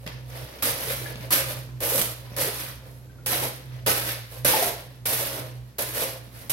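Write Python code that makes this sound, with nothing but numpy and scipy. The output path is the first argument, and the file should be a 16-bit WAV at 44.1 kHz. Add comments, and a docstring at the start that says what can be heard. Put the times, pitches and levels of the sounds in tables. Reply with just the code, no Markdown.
"""A steel shovel is jabbed into wet, stony concrete and dragged through it in a bare plastered room.
Bursts of shaped noise make the hissing sand, the rattling stones and the boom of the damped blade.
Short sine notes and clicks are the stones and pebbles that strike the steel.
A distant engine hums through the walls: two unsteady tones an octave apart on a bed of rumble.
Two small microphone ports with a treble resonance pick it up."""
import sys
import numpy as np
from scipy import signal
from scipy.fft import rfft, irfft, next_fast_len
from scipy.io import wavfile
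from scipy.ndimage import map_coordinates

SR = 44100
rng = np.random.default_rng(int(sys.argv[2]) if len(sys.argv) > 2 else 0)


def wav_out(sig):
    """Save sig, one row per channel (or a flat mono array), as 16-bit PCM at SR to the path in sys.argv[1]."""
    wavfile.write(sys.argv[1], SR, np.round(np.clip(np.atleast_2d(sig).T, -1, 1) * 32767).astype(np.int16))


N = 287532

# The blade jabbed into the mix.
# Each row: contact in seconds, grit level in dB, build-up in seconds, push in seconds,
# sag of the grit in dB per second while pushed, blade boom and stone rattle in dB over the grit.
JAB_STROKES = [(0.065, -49, 0.0048, 0.077, 172, 7.5, 10.5), (.625, -23.5, 0.0017, 0.15, 92, -8.5, -5),
               (1.307, -22, 0.023, 0.14, 117, -9, -5.5), (1.805, -27, 0.036, .05, 164, -5, -5.5),
               (2.366, -25, .025, 0.11, 100, -6.5, -5), (3.262, -24.5, 0.0064, .04, 136, -22, -11.5),
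               (3.864, -22.5, .01, 0.13, 79, -8.5, -4.5), (4.449, -19, 0.0013, 0.068, 67, -11, -7),
               (5.057, -24.5, 0.0028, 0.17, 30, -10.5, -9.5), (5.785, -28, .003, 0.15, 104, -8.5, -7.5),
               (6.498, -22, 0.0044, .05, 100, -27, -21)]


def amp(db):
    """Decibels to gain."""
    return 10 ** (np.asarray(db) / 20)


def unit(x):
    """x at rms 1."""
    return x / np.sqrt(np.mean(x ** 2) + 1e-20)


def along(points, hz):
    """Read a curve of (Hz, value) points on a log frequency axis."""
    f, v = np.transpose(points)
    return np.interp(np.log(hz + 1), np.log(f + 1), v)


def curves(rows):
    """One value per sample for each column after the time."""
    seconds, *columns = np.transpose(rows)
    return [np.interp(np.arange(N) / SR, seconds, column) for column in columns]


def wobble(rate):
    """A smooth random curve, rate knots a second."""
    knots = rng.standard_normal(int(N * rate / SR) + 4)
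    return map_coordinates(knots, [np.arange(N) * rate / SR])


def filtered(x, response):
    """x times a complex response of frequency."""
    m = next_fast_len(N + SR // 2)
    return irfft(rfft(x, m) * response(np.fft.rfftfreq(m, 1 / SR)), m)[..., :N]


def shaped(x, points):
    """x coloured by a curve of (Hz, dB) points, then set to rms 1."""
    return unit(filtered(x, lambda hz: amp(along(points, hz))))


def modes(table):
    """The causal response of a few damped resonances, alternating in sign."""
    def response(hz):
        total = 0
        for k, (centre, width, db) in enumerate(table):
            damping = 1j * hz * width
            total = total + (-1) ** k * amp(db) * damping / (centre ** 2 - hz ** 2 + damping)
        return total
    return response


def ports(pair):
    """Two unrelated signals become left and right: alike in the bass, unrelated in the treble."""
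    # Each row: frequency in Hz, left-right likeness from 0 to 1.
    likeness = [(60, 0.95), (290, 0.87), (640, 0.49), (900, 0.039), (1300, 0), (15000, 0.0014)]

    def split(hz):
        angle = np.arccos(np.clip(along(likeness, hz), -1, 1)) / 2
        return np.array([np.cos(angle), np.sin(angle)])
    mid, side = filtered(pair, split)
    return np.array([mid + side, mid - side])


def engine():
    """The firing tone and the shaft tone an octave below it, both unsteady, on a bed of rumble."""
    # How the firing tone drifts. Each row: time in seconds, pitch in Hz, level in dB.
    firing_drift = [(0.0, 122, -42), (0.11, 123, -39), (0.44, 125.5, -39), (0.51, 126.4, -62),
                    (0.74, 125.8, -41.5), (1.67, 125.3, -37.5), (2.14, 121.8, -42), (2.89, 126.1, -44),
                    (3.16, 123.5, -46.5), (3.36, 126.6, -37.5), (3.67, 128.1, -44.5), (3.74, 124.7, -36.5),
                    (4.36, 117.7, -44.5), (4.45, 126, -35), (4.52, 128.2, -55), (4.7, 124.3, -47),
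                    (5.63, 123.5, -39), (5.79, 125, -60), (5.87, 124, -41), (6.52, 118.6, -48.5)]
    # Spectrum of the rumble. Each row: frequency in Hz, density in dB per Hz.
    rumble_colour = [(20, -36), (35, -4), (60, -26), (100, 2.5), (170, -7.5), (260, -8), (600, -18),
                     (1000, -22), (3000, -33.5), (7000, -33), (11500, -37.5), (15000, -42)]
    firing_hz, firing_db = curves(firing_drift)
    shaft_db = -48 - 0.65 * np.arange(N) / SR  # fades 0.65 dB a second
    turn = np.pi * np.cumsum(firing_hz) / SR  # shaft phase, half the firing phase
    firing = np.sqrt(2) * amp(firing_db + 1.97 * wobble(25)) * np.sin(2 * turn + 0.4 * wobble(11))
    shaft = np.sqrt(2) * amp(shaft_db + 2.5 * wobble(18)) * np.sin(turn + 0.44 * wobble(7.7))
    tones = firing + shaft
    # the scaled slope added left and taken off right: the hum reaches one port a little earlier
    slope = np.gradient(tones) * SR / (2 * np.pi * firing_hz)
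    hum = tones * [[1], [1]] + 0.18 * slope * [[1], [-1]]
    bed = shaped(rng.standard_normal((2, N)), rumble_colour)
    return hum + amp(-50.5 + 2.3 * wobble(2.904)) * ports(bed)


def effort(over_grit, linger, settle_db):
    """Level in dB of one layer: jabs start at once, drags swell within their stroke, powers add."""
    # The blade dragged or tipped through the mix.
    # Each row: peak in seconds, grit level in dB, swell in dB per second, hold in seconds,
    # blade boom and stone rattle in dB over the grit.
    drag_strokes = [(.03, -60, 50, .03, 2, -2), (.2, -68, 50, .05, 14, -8),
                    (0.349, -45.5, 172, 0.065, 4, 2), (0.493, -55.5, 100, 0.12, 4, 5),
                    (0.81, -38.5, 55, 0.042, -1, -1), (0.906, -29.5, 124, .005, -12, -4.5),
                    (1.029, -42, 150, 0.0071, 2.5, -0.5), (1.08, -52.5, 102, 0.039, 8, 7.5),
                    (1.231, -50, 207, 0.015, 7, 3.5), (1.509, -37, 100, 0.011, -4, -3),
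                    (1.961, -23, 134, 0.031, -10, -16.5), (2.324, -56.5, 100, 0.078, 8, 7.5),
                    (2.639, -37, 58, 0.0048, -10, -1), (2.845, -63.5, 50, 0.043, 7, 4),
                    (2.973, -59, 41, 0.0046, -13, -14), (3.34, -28.5, 98, .005, -5, -3),
                    (3.432, -30, 302, .005, -3.5, -7), (3.746, -62, 51, 0.017, 7.5, 9.5),
                    (4.079, -31, 300, .015, -7, -1.5), (4.324, -45.5, 400, 0.05, -3, -2.5),
                    (4.533, -23, 148, 0.0038, -3.5, -2.5), (4.627, -25, 200, 0.0033, -3.5, -6),
                    (4.926, -65, 200, 0.027, -7, 2), (5.259, -37, 98, 0.0052, -2, -1),
                    (5.381, -38, 50, 0.012, 1, -2.5), (5.67, -69, 48, 0.028, -13, -1),
                    (5.996, -31, 93, 0.047, -5, -5), (6.37, -49, 161, 0.044, -3, -1)]
    build_up, release = 276, 143.7  # dB per second; linger scales the release
    contact_s = 0.003  # fade-in that ends at the contact
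    t = np.arange(0, N / SR + .01, 1 / 1000)
    power = np.full(len(t), amp(2 * settle_db))
    for row in JAB_STROKES:
        start, db, build, push, sag = row[:5]
        since = t - start
        rise_db = -build_up * np.clip(build - since, 0, build)
        sag_db = sag * np.clip(since - build, 0, push)
        release_db = release * np.maximum(since - build - push, 0)
        level_db = db + over_grit(row) + rise_db - linger * (sag_db + release_db)
        power += amp(2 * level_db) * np.clip(1 + since / contact_s, 0, 1) ** 2
    for row in drag_strokes:
        peak, db, swell, hold = row[:4]
        rise_db = swell * np.minimum(t - peak, 0)
        release_db = release * linger * np.maximum(t - peak - hold, 0)
        # a drag cannot be heard ahead of the last jab before its peak
        contact = max([jab[0] for jab in JAB_STROKES if jab[0] < peak], default=0)
        power += amp(2 * (db + over_grit(row) + rise_db - release_db)) * (t >= contact)
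    return np.interp(np.arange(N) / SR, t, 10 * np.log10(power))


def strokes():
    """Levels of grit, boom and rattle; boom and rattle die more slowly than the grit."""
    # The mix settling between strokes, a steady floor in dB: grit, boom, rattle.
    settle_floor = (-76, -63, -64)
    grit_db = effort(lambda row: 0, 1, settle_floor[0])
    boom_db = effort(lambda row: row[-2], 0.92, settle_floor[1])
    rattle_db = effort(lambda row: row[-1], 0.94, settle_floor[2])
    return grit_db, boom_db, rattle_db


def grains(rate, spread_db, life, smooth):
    """Two noise streams in short bursts of unequal size (life in s), over a share of smooth noise."""
    starts = rng.random(N) < rate / SR
    size = starts * amp(spread_db * np.minimum(rng.exponential(1, N), 3.5))
    bursts = signal.lfilter([1], [1, -np.exp(-1 / (life * SR))], size)
    return (unit(bursts) + smooth) * rng.standard_normal((2, N))


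def pebbles(rate, life):
    """Rolling pebbles: brief damped notes of scattered pitch and size, other phases in each stream."""
    at, pitch, size, *phases = rng.random((int(rate * N / SR), 5)).T
    t = np.arange(176) / SR
    hz = 900 * (6500 / 900) ** pitch[:, None]  # 900 to 6500 Hz
    shape = amp(9.4 * size[:, None] ** 2) * np.exp(-t / life) * (1 - np.exp(-t / 0.00042))
    where = ((at * N).astype(int)[:, None] + np.arange(176)).ravel()
    streams = []
    for phase in phases:
        notes = shape * np.sin(2 * np.pi * (hz * t + phase[:, None]))
        streams.append(np.bincount(where, notes.ravel())[:N])
    return unit(np.array(streams))


def shovel():
    """Sand, stones, blade and wet mix all follow the stroke and share its judder."""
    # Spectra of hissing sand, rasping stones and the heavy wet mix moving.
    # Each row: frequency in Hz, density in dB per Hz.
    sand_colour = [(4500, -7.5), (6000, -7.5), (7400, -9.5), (9500, -3.5), (13500, -8.5), (15600, -7),
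                   (20000, -7)]
    stone_colour = [(900, -22.5), (1200, -4.5), (1800, 3), (2800, -1), (4700, -3), (6000, -9), (7500, -46)]
    slop_colour = [(70, -19), (110, 6.5), (200, -11.5), (305, 2.5), (370, -2.5), (500, -52.5)]
    # Low modes of the blade. Each row: frequency in Hz, width in Hz, level in dB.
    blade_modes = [(431.5, 124, -2), (538.7, 69.4, 3.5), (648, 54, -1), (943, 274, -10)]

    def blade(hz):
        return modes(blade_modes)(hz) * hz ** 2 / (hz ** 2 + 400 ** 2)  # thinned below 400 Hz
    grit_db, boom_db, rattle_db = strokes()
    judder_db = 1.6 * wobble(35)
    sand = shaped(grains(400, spread_db=2.5, life=0.003, smooth=1.9), sand_colour)
    rasp = shaped(grains(500, spread_db=3, life=.0025, smooth=1.6), stone_colour)
    stones = unit(rasp + 0.84 * pebbles(800, life=0.00079))
    boom = unit(filtered(grains(120, spread_db=-1, life=0.01, smooth=0.91), blade))
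    slop = shaped(rng.standard_normal((2, N)), slop_colour)
    body = boom + amp(-8.0 + 0.91 * wobble(6)) * slop
    return amp(judder_db) * (amp(grit_db) * sand + amp(rattle_db) * stones + amp(boom_db) * body)


def knocks():
    """Large stones give short damped notes; pebbles and the bite of a jab give a click and a low push."""
    # Pebbles clicking on bare steel.
    # Each row: start in seconds, click level in dB, thump level in dB, top of the click in Hz.
    pebble_clicks = [(0.0647, -35, -23, 12000), (0.076, -20, -32, 6000), (1.157, -24.5, -25, 5000),
                     (1.203, -28, -29, 1500), (1.672, -32, -36, 1202), (1.69, -27, -34, 1230),
                     (1.98, -18, -31, 15000), (1.9995, -22, -34, 15000), (2.0154, -10.5, -27, 10000),
                     (2.0209, -16.5, -29, 15000), (2.319, -38, -26, 3000), (4.5445, -18, -35, 8000)]
    # Stones knocking the blade. 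Each row: start in seconds, level in dB, pitch in Hz.
    stone_knocks = [(.625, -14, 1260), (.669, -14.5, 562), (.873, -18.5, 447), (.903, -13.5, 523),
                    (.928, -21, 550), (1.058, -18, 1690), (1.309, -21, 1260), (1.335, -17.5, 516),
                    (1.5, -19, 600), (1.832, -18, 503), (1.919, -13.5, 466.5), (1.944, -11.5, 550),
                    (2.409, -10.5, 553), (2.474, -14, 434), (3.095, -39, 1550), (3.184, -37, 1430),
                    (3.326, -14.5, 740), (3.428, -18, 850), (4.449, -6, 578), (4.536, -3, 873),
                    (4.623, -4, 672), (5.382, -20, 565), (5.786, -15, 564), (6.049, -17, 535.5)]
    out = np.zeros((2, N + SR))
    t = np.arange(SR // 4) / SR
    # a jab bites with a click 0.5 dB and a push 28 dB under its grit
    bites = [(start, db - 0.5, db - 28, 14100) for start, db, *_ in JAB_STROKES]
    for start, click_db, thump_db, top_hz in [*pebble_clicks, *bites]:
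        click = amp(click_db - 60 * t / 0.0093) * rng.standard_normal((2, len(t)))
        click = signal.lfilter(*signal.butter(2, top_hz, fs=SR), click)
        thump = amp(thump_db - 60 * t / 0.019) * np.sin(2 * np.pi * 190 * t) * [[1], [.2]]
        out[:, round(start * SR):][:, :len(t)] += click + thump
    for start, db, hz in stone_knocks:
        scuff = np.cumsum(rng.standard_normal(len(t))) * hz / 20000  # rough contact blurs the pitch
        envelope = amp(-60 * t / 0.047) * (1 - np.exp(-t / 0.006))  # falls 60 dB in 47 ms
        note = np.sin(2 * np.pi * hz * t + scuff) * envelope
        out[:, round(start * SR):][:, :len(t)] += amp(db) * note * [[1], [.3]]
    return out[:, :N]


def room(x, wet_db):
    """The direct sound, then a diffuse wall tail, drawn afresh every fifth of a second."""
    # Decay of the bare room. Each row: frequency in Hz, time to fall 60 dB in seconds.
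    decay_times = [(200, 0.36), (1000, 0.52), (4000, 0.57), (12000, 0.18)]
    out = np.pad(x, ((0, 0), (0, SR)))
    piece = SR // 5
    for start in range(0, N, piece):
        hz, t, z = signal.stft(rng.standard_normal((2, SR * 2 // 3)), SR, nperseg=256)
        decay = amp(-60 * t / along(decay_times, hz)[:, None])
        tail = signal.istft(z * decay, SR, nperseg=256)[1]
        heard = signal.fftconvolve(x[:, start:start + piece], tail / np.linalg.norm(tail[0]), axes=1)
        out[:, start + 130:][:, :heard.shape[1]] += amp(wet_db) * heard  # walls 130 samples later
    return out[:, :N] / np.hypot(1, amp(wet_db))  # direct and wall energy add up to 1


def scene():
    """The shovel in its room, over the hum."""
    return ports(room(shovel() + knocks(), wet_db=-6.5)) + engine()


def record(dry):
    """Port resonance, unequal ports, a bass cut, a treble drop and the band limit."""
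    # Resonance of the microphone ports: frequency in Hz, width in Hz, level in dB.
    port_mode = (11890, 1070, 8)
    # Imbalance of the ports. Each row: frequency in Hz, left minus right in dB.
    port_lean = [(60, -1.5), (150, -4), (380, 0), (950, -1.5), (2380, 1.5), (5980, -3.5), (15000, -4)]
    drop_hz, top_hz = 15800, 17038

    def response(hz):
        """One response per port."""
        bass_cut = hz / (hz - 40j)  # corner at 40 Hz
        treble_drop = np.where(hz < drop_hz, 1, amp(-44))
        colour = (1 + modes([port_mode])(hz)) * bass_cut * treble_drop
        lean_db = along(port_lean, hz) / 2
        return colour * amp([lean_db, -lean_db]) * (hz < top_hz)
    return filtered(dry, response)


dry = scene()
out = record(dry)
wav_out(out)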